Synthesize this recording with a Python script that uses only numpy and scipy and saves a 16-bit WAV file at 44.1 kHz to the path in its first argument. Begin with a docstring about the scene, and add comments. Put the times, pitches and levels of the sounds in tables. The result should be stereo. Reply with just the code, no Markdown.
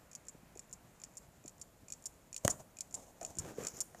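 """A pocket watch ticks, almost wholly in the right channel: two pallets take turns to catch a wheel.
Each beat is unlock, impulse and drop, made of noise snaps and ringing tones; one pallet rebounds once,
the other chatters. Filtered bursts make a knock on a camera body, its recoil, a scrape and a tap, and soft
finger bumps; shaped noise makes brushing, rubbing and rustling. Beneath lie a faint whirr, room noise
and a distant hiss that sinks; watch and knocks leave a short room tail."""
import sys
import numpy as np
from scipy import signal
from scipy.fft import rfft, irfft
from scipy.io import wavfile

SR = 44100
rng = np.random.default_rng(int(sys.argv[2]) if len(sys.argv) > 2 else 0)


def inscribe(sig):
    """Save sig as 16-bit PCM at rate SR to the path in sys.argv[1].

    A 1-D sig is mono; a 2-D sig holds one channel per row.
    Samples are clipped to [-1, 1] before scaling.
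    """
    pcm = np.round(np.clip(np.atleast_2d(sig).T, -1, 1) * 32767)
    wavfile.write(sys.argv[1], SR, pcm.astype(np.int16))


N = 176400  # length in samples: four seconds
SPECTRUM_HZ = np.fft.rfftfreq(4096, 1 / SR)  # frequencies at which short filters are drawn
NOISE_HZ = np.fft.rfftfreq(N, 1 / SR)  # frequencies of a full-length noise
T = np.arange(8192) / SR  # clock of one short sound, in seconds

# Steady noise of room and microphones: f/Hz, left level/dB per Hz, right level/dB per Hz
FLOOR_COLOUR = [(22.7, -99, -101), (45, -88.5, -85), (79, -86, -94), (170, -87, -89.5), (377, -95.5, -96.5),
                (630, -92, -97.5), (1220, -104, -104), (2200, -108, -110), (3720, -111, -111),
                (14500, -112, -111)]
# How alike the two channels of the background are: f/Hz, likeness (0 to 1)
FLOOR_LIKENESS = [(50, 0.62), (700, 0.29), (2000, 0.12), (5000, 0.017)]
FLOOR_FLUTTER_DB, FLUTTER_HZ = .6, 8  # the whirr wavers at the same rate
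# Distant hiss before its level curve: f/Hz, left level/dB per Hz, right level/dB per Hz
DISTANT_COLOUR = [(200, -112, -116), (670, -101, -104), (1110, -100, -102), (1570, -102, -103),
                  (2510, -104, -107), (3400, -116, -118), (8000, -130, -130)]
# How the distant hiss sinks: t/s, level/dB
DISTANT_LEVEL = [(0, 0), (1.1, -1.5), (1.6, -7.5), (2.2, -5)]

WHIRR_DB, WHIRR_FLUTTER_DB = -72, 2.5
WATCH_LEFT_DB = -46  # the watch in the left channel, against the right

# First pallet's beats: drop t/s, level/dB before TICK_DB is added, unlock lead t/s,
# then against the drop: unlock level/dB, impulse level/dB, rebound lag t/s, rebound level/dB
TICKS = [(0.1515, -32, 0.037, -12, -9.5, 0.005, -7), (0.5935, -33, 0.039, -14.5, -7.5, 0.0068, -13),
         (1.0369, -32, 0.037, -15.5, -9, 0.011, -10), (1.479, -33.5, 0.039, -15.5, -7, 0.015, -11.5),
         (1.9226, -27.5, 0.039, -12.5, -9, 0.013, -9), (2.364, -27, 0.035, -6.5, -5, 0.014, -6),
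         (2.807, -24.5, 0.0373, -17, -10, 0.01, -13), (3.2493, -25.5, 0.037, -11, -8, 0.014, -11),
         (3.6693, -22, 0.034, -13.5, -8.5, 0.014, -8.5)]
# Colour of the first pallet's blow: f/Hz, level/dB (only the shape counts)
TICK_COLOUR = [(1200, -50), (2500, -21.5), (3700, -25), (4600, -18), (5600, -12.5), (7000, 1), (7800, -3.5),
               (9200, -19.5), (10400, -18), (12300, -28.5), (14500, -25.5)]
TICK_DB, TICK_IMPULSE_LEAD_S = 18, .0198
TICK_SNAP_S, TICK_T60_S, TICK_SPREAD_DB = .0005, .024, 6
PING_HZ, PING_T60_S, PING_DB = 2460, .028, -26  # level against the drop

# Second pallet's beats: drop t/s, level/dB before TOCK_DB is added,
# chatter level/dB against the drop, before CHATTER_DB and the bounce losses
TOCKS = [(0.2845, -30, -10), (0.7282, -30.5, -7), (1.1705, -32.5, -4), (1.6143, -30.5, -7.5),
         (2.0566, -25, -5.5), (2.4993, -27, 5.5), (2.9427, -24, -5.5), (3.386, -20, -7),
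         (3.8046, -19, -4.5)]
# Colour of the second pallet's blow: f/Hz, level/dB (only the shape counts)
TOCK_COLOUR = [(1000, -69), (2500, -53), (4100, -53), (4700, -11.5), (5600, -5), (7000, 12.5), (8200, 0.5),
               (9300, 0.5), (10800, -14.5), (12000, -26), (14500, -16)]
TOCK_DB, TOCK_SNAP_S, TOCK_T60_S, TOCK_SPREAD_DB = 15, .00018, .014, -6.5
TOCK_UNLOCK_LEAD_S, TOCK_UNLOCK_DB = .0325, -19.5
TOCK_IMPULSE_LEAD_S, TOCK_IMPULSE_DB = .0163, -16
CHATTER_GAP_S, CHATTER_SHRINK = .0038, .77  # first gap, and each next gap as a share of the last
CHATTER_DB, CHATTER_LOSS_DB = 3.5, 2.52  # shared level, and the loss with each bounce

# Ringing tones of the watch movement: f/Hz, 60 dB decay t/s,
# first pallet level/dB, second pallet level/dB, both against the snap and spread together
WATCH_MODES = [(4560, 0.06, -24.5, -27), (5510, 0.023, -13, -13.5), (5950, 0.014, -13, -17.5),
               (7027, 0.023, -2.5, -1), (7570, 0.029, -35, -9), (10550, 0.018, -19.5, -25),
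               (7480, .3, -29, -27), (12700, .2, -43, -27.5)]

# Soft finger bumps: t/s, contact t/s, pitch f/Hz, level/dB, left minus right level/dB
BUMPS = [(0.348, 0.0013, 192, -22.5, 19), (0.43, 0.0023, 170, -27.5, 18), (.559, 0.0036, 327, -22, 27),
         (1.284, 0.0023, 110, -27.5, 21), (1.45, 0.0049, 306, -20, 25), (1.832, .003, 190, -27, 27),
         (2.977, 0.0038, 330, -25.5, 25), (3.372, 0.0089, 200, -18.5, -6.5), (3.386, 0.084, 98, -9, -22),
         (3.455, 0.12, 400, -12, -33), (3.582, 0.0085, 300, -6.5, -23), (3.605, 0.053, 360, -11.5, -33),
         (3.735, 0.0025, 135, -22, -22)]
# Colour of a bump: multiple of its pitch, level/dB (only the shape counts)
BUMP_SHAPE = [(.12, -34.5), (.55, -1.5), (1, 2.5), (1.5, 3.5), (2.6, -18), (6, -48.5), (20, -74)]

# Smooth brushing before its level curve: f/Hz, left level/dB per Hz, right level/dB per Hz
BRUSH_COLOUR = [(60, -80.5, -105), (200, -83.5, -81), (400, -87.5, -87.5), (680, -76, -87),
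                (1020, -86, -94), (1540, -116, -99.5), (3200, -105, -103), (4660, -108, -102),
                (6800, -110, -86), (10300, -109, -102), (14500, -109, -105)]
# How the brushing comes and goes: t/s, level/dB
BRUSH_LEVEL = [(2.42, -23), (2.45, 8.5), (2.53, 3.5), (2.57, -23), (2.6, 2), (2.64, -22), (2.92, -24),
               (2.965, 1), (3, -7), (3.04, -4), (3.12, -14.5), (3.195, -16), (3.22, -6), (3.26, -4.5),
               (3.31, 3), (3.36, -15.5), (3.45, -24)]
BRUSH_FLUTTER_DB = 3

# Knock, recoil, scrape and tap: t/s, contact t/s,
# thud level/dB, hollow level/dB, clack level/dB, rattle level/dB
KNOCKS = [(2.449, 0.0056, 3, 1.5, -16.5, -0.5), (2.479, 0.00014, -28, -8.5, 2, 3.5),
          (3.213, 0.043, -38, -9, -27, -30), (3.947, 0.0013, -30, -19.5, -24, -32)]
# Dull thud of the camera body: f/Hz, left level/dB, right level/dB (shape and balance count)
THUD = [(25, -34, -41), (60.5, -30, -14.5), (105, -12.5, -0.5), (200, -14.5, -2), (300, -23, -14),
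        (710, -38, -12), (1500, -52, -41), (5000, -77, -78)]
# Its hollow sound: f/Hz, left level/dB, right level/dB (shape and balance count)
HOLLOW = [(100, -32, -33), (360, -24, -12), (480, -3, -18), (713, 4, -4), (840, -12.5, -29),
          (1240, -25, -18), (4000, -72, -53)]
# Its sharper clack: f/Hz, left level/dB, right level/dB (shape and balance count)
CLACK = [(80, -29, -32), (268, 14.5, -25), (700, 10, 4), (1160, 14, 18), (1940, 13.5, 7.5), (2070, -7, 3),
         (3240, 5, -9), (5130, -32, -22), (12000, -49, -45)]
# Its bright rattle: f/Hz, left level/dB, right level/dB (shape and balance count)
RATTLE = [(1000, -60, -23), (2900, -45, -2.5), (3600, -23, -7.5), (4640, -23, -5.5), (6600, -40, 6.5),
          (8600, -49, 1.5), (11400, -51, -7.5), (14800, -40, -13)]
KNOCK_LAG_S = 0.00041  # a knock reaches the left microphone later

# Rubbing skin before its level curve: f/Hz, left level/dB per Hz, right level/dB per Hz
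RUB_COLOUR = [(30, -93, -94), (135, -90.5, -74.5), (490, -83.5, -77), (710, -83.5, -83.5),
              (1380, -101, -84.5), (2180, -106, -90), (4300, -107, -99), (7050, -109, -89),
              (9600, -109, -100), (14300, -108, -102)]
# How the rubbing comes and goes: t/s, level/dB
RUB_LEVEL = [(3.19, -49), (3.215, -19), (3.34, -26), (3.385, -5), (3.5, 0.5), (3.56, -13), (3.59, 1),
             (3.66, 2.5), (3.71, -12), (3.79, -3), (3.86, -20), (4, -12.5)]
RUB_SLIPS_PER_S, RUB_SLIP_DB = 450, -3

# Bright treble during the rubbing before its level curve: f/Hz, left level/dB per Hz, right level/dB per Hz
RUSTLE_COLOUR = [(2490, -125, -120), (4200, -120, -109), (5640, -118, -93), (7000, -116, -88),
                 (8700, -116, -117), (10800, -116, -103), (14400, -116, -108)]
# How the rustle comes and goes: t/s, level/dB
RUSTLE_LEVEL = [(3.19, -30), (3.225, -21), (3.31, -10), (3.35, -20), (3.45, -23), (3.56, -6), (3.62, 2),
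                (3.69, 5.5), (3.73, 0), (3.775, 9.5), (3.84, -38), (4, -2)]
RUSTLE_SLIPS_PER_S = 1200

# How fast the room tail dies: f/Hz, 60 dB decay t/s
ROOM_T60 = [(150, 0.9), (1000, 0.46), (7000, 0.28), (14000, 0.89)]
ROOM_WATCH_DB, ROOM_KNOCK_DB = -16.5, -18
CUTOFF_HZ = 14800


def amp(db):
    """Turns decibels into a gain."""
    return 10 ** (np.asarray(db) / 20)


def unit(x):
    """Scales a sound to a total energy of one."""
    return x / np.sqrt(np.sum(x ** 2) + 1e-20)


def dying(t, t60):
    """Gain of a ring that loses 60 dB in t60 seconds."""
    return amp(-60 * t / t60)


def read(table, hz):
    """Reads each column of a table at the given frequencies, evenly by pitch."""
    f, *columns = np.transpose(table)
    return np.array([np.interp(np.log(hz + 1e-6), np.log(f), c) for c in columns])


def add(mix, s, sound):
    """Mixes in a sound at s seconds, cut off at the end of the mix."""
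    part = mix[..., round(s * SR):][..., :sound.shape[-1]]
    part += sound[..., :part.shape[-1]]


def response(db):
    """A filter of unit energy with the given spectrum, its energy as early as possible."""
    both_sides_db = np.concatenate([db, db[:, -2:0:-1]], axis=1)
    log_gain = np.log(amp(both_sides_db))
    return unit(np.fft.ifft(np.exp(np.conj(signal.hilbert(log_gain)))).real)


def noise():
    """Two separate channels of white noise."""
    return rng.standard_normal((2, N))


def coloured(x, table):
    """Gives white noise a spectrum in dB per Hz."""
    return irfft(rfft(x) * amp(read(table, NOISE_HZ)), N) * np.sqrt(SR / 2)


def flutter(depth_db, rate_hz):
    """A randomly wavering gain, with changes faster than rate_hz smoothed away."""
    smoothing = 1 + (NOISE_HZ / rate_hz) ** 2
    wobble = irfft(rfft(rng.standard_normal(N)) / smoothing, N)
    return amp(depth_db * unit(wobble) * np.sqrt(N))


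def level(curve):
    """Gain along a level curve, practically silent before it starts."""
    return amp(np.interp(np.arange(N) / SR, *np.transpose(curve), left=-100))


def mode(hz, t60):
    """One dying tone of unit energy, starting at a random phase."""
    return unit(np.sin(2 * np.pi * (hz * T + rng.random())) * dying(T, t60))


def strike(body, snap_s, t60, spread_db, pallet):
    """Steel meets jewel: a snap, a dense spread of short rings, and the movement's main tones."""
    fades = [np.exp(-T / snap_s), dying(T, t60)]
    bursts = rng.standard_normal((2, len(T))) * fades
    snap, spread = signal.fftconvolve(bursts, body[None], axes=1)[:, :len(T)]
    ring = sum(amp(dbs[pallet]) * mode(hz, decay) for hz, decay, *dbs in WATCH_MODES)
    return unit(unit(unit(snap) + amp(spread_db) * unit(spread)) + ring)


def blow(body, contact_s):
    """A brief rough push and a click set a body sounding; total energy is one."""
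    force = np.exp(-(T / contact_s) ** 2) * rng.standard_normal(len(T))
    push = unit(force) + .6 * (T == 0)
    return unit(signal.fftconvolve(push[None], body, axes=1)[:, :len(T)])


def slips(per_s):
    """Tiny random slips of skin as scattered clicks, at an average power of one."""
    return (rng.random((2, N)) < per_s / SR) * noise() * np.sqrt(SR / per_s)


def air():
    """Noise of unit power, partly shared by both channels."""
    left, other = rfft(noise())
    same = np.clip(read(FLOOR_LIKENESS, NOISE_HZ)[0], 0, 1)
    right = same * left + np.sqrt(1 - same ** 2) * other
    return irfft(np.array([left, right]), N)


def floor():
    """Low room noise and microphone hiss, wavering slightly."""
    return coloured(air() * flutter(FLOOR_FLUTTER_DB, FLUTTER_HZ), FLOOR_COLOUR)


def distant_hiss():
    """A distant hiss: shaped noise that sinks, then partly recovers."""
    return coloured(air() * level(DISTANT_LEVEL), DISTANT_COLOUR)


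def whirr():
    """The swinging balance keeps the movement hissing faintly: noise through the tick's colour."""
    body = response(read(TICK_COLOUR, SPECTRUM_HZ))[0]
    hiss = signal.fftconvolve(rng.standard_normal(N), body)[:N]
    return amp(WHIRR_DB) * hiss * flutter(WHIRR_FLUTTER_DB, FLUTTER_HZ)


def ticks():
    """First pallet: unlock, impulse and drop, each with a faint low ping, then one rebound."""
    out = np.zeros(N)
    body = response(read(TICK_COLOUR, SPECTRUM_HZ))[0]
    for s, db, lead, unlock_db, impulse_db, lag, rebound_db in TICKS:
        drop_db = TICK_DB + db
        stages = [(-lead, unlock_db), (-TICK_IMPULSE_LEAD_S, impulse_db), (0, 0)]
        for offset, part_db in stages + [(lag, rebound_db)]:
            hit = strike(body, TICK_SNAP_S, TICK_T60_S, TICK_SPREAD_DB, pallet=0)
            add(out, s + offset, amp(drop_db + part_db) * hit)
        for offset, _ in stages:  # the ping is equally loud at each stage
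            add(out, s + offset, amp(drop_db + PING_DB) * mode(PING_HZ, PING_T60_S))
    return out


def tocks(count=7):
    """Second pallet: faint unlock and impulse, then a drop that chatters in ever quicker bounces."""
    out = np.zeros(N)
    body = response(read(TOCK_COLOUR, SPECTRUM_HZ))[0]
    stages = [(-TOCK_UNLOCK_LEAD_S, TOCK_UNLOCK_DB), (-TOCK_IMPULSE_LEAD_S, TOCK_IMPULSE_DB), (0, 0)]
    k = np.arange(count)  # number of each bounce
    for s, db, chatter_db in TOCKS:
        unevenness = 1 + 0.046 * rng.standard_normal(count)
        lags = np.cumsum(CHATTER_GAP_S * CHATTER_SHRINK ** k * unevenness)
        bounce_dbs = CHATTER_DB + chatter_db - CHATTER_LOSS_DB * k
        for offset, part_db in stages + list(zip(lags, bounce_dbs)):
            hit = strike(body, TOCK_SNAP_S, TOCK_T60_S, TOCK_SPREAD_DB, pallet=1)
            add(out, s + offset, amp(TOCK_DB + db + part_db) * hit)
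    return out


def bumps():
    """Fingers shift their grip: each soft bump is a rough push filtered around its own pitch."""
    out = np.zeros((2, N))
    for s, contact_s, hz, db, pan_db in BUMPS:
        sides = unit(amp([[pan_db], [0]]))
        body = response(read(BUMP_SHAPE, SPECTRUM_HZ / hz))
        add(out, s, amp(db) * sides * blow(body, contact_s))
    return out


def brushing():
    """Skin brushes smoothly, mostly on the left: wavering noise without separate slips."""
    brush = noise() * flutter(BRUSH_FLUTTER_DB, rate_hz=45)
    return coloured(brush * level(BRUSH_LEVEL), BRUSH_COLOUR)


def knock():
    """A dull knock on the camera body, its sharp recoil, and later a hollow scrape and a tap."""
    out = np.zeros((2, N))
    for s, contact_s, *levels in KNOCKS:
        for table, db in zip((THUD, HOLLOW, CLACK, RATTLE), levels):
            body = response(read(table, SPECTRUM_HZ))
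            add(out, s, amp(db) * blow(body, contact_s))
    late_left = np.roll(out[0], round(KNOCK_LAG_S * SR))
    return np.array([late_left, out[1]])


def rubbing():
    """Skin sticks and slips near the right microphone: noise and clicks that waver together."""
    grains = amp(RUB_SLIP_DB) * slips(RUB_SLIPS_PER_S)
    grip = (amp(-0.5) * noise() + grains) * flutter(depth_db=-0.5, rate_hz=56)
    return coloured(grip * level(RUB_LEVEL), RUB_COLOUR)


def rustling():
    """A bright rustle rides on the rubbing: dense clicks over softer noise."""
    rustle = slips(RUSTLE_SLIPS_PER_S) + amp(-3) * noise()
    return coloured(rustle * level(RUSTLE_LEVEL), RUSTLE_COLOUR)


def room(x):
    """A short diffuse tail: noise in which each band dies at its own speed."""
    hz, t, bands = signal.stft(rng.standard_normal((2, SR // 2)), SR, nperseg=256)
    fading = bands * dying(t, read(ROOM_T60, hz).T)
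    tail = signal.istft(fading, SR, nperseg=256)[1]
    return signal.fftconvolve(x, unit(tail) * np.sqrt(2), axes=1)[:, :N]


def scene():
    """Adds up background, watch, handling and the room tail of watch and knocks."""
    watch = (whirr() + ticks() + tocks()) * amp([[WATCH_LEFT_DB], [0]])
    knocked = knock()
    background = floor() + distant_hiss()
    handling = bumps() + brushing() + knocked + rubbing() + rustling()
    tail = room(amp(ROOM_WATCH_DB) * watch + amp(ROOM_KNOCK_DB) * knocked)
    return background + watch + handling + tail


def record(dry):
    """Cuts the treble above CUTOFF_HZ with a steep filter."""
    low_pass = signal.firwin(255, CUTOFF_HZ, window=("kaiser", 8), fs=SR)
    return signal.oaconvolve(dry, low_pass[None], "same")


dry = scene()
out = record(dry)
inscribe(out)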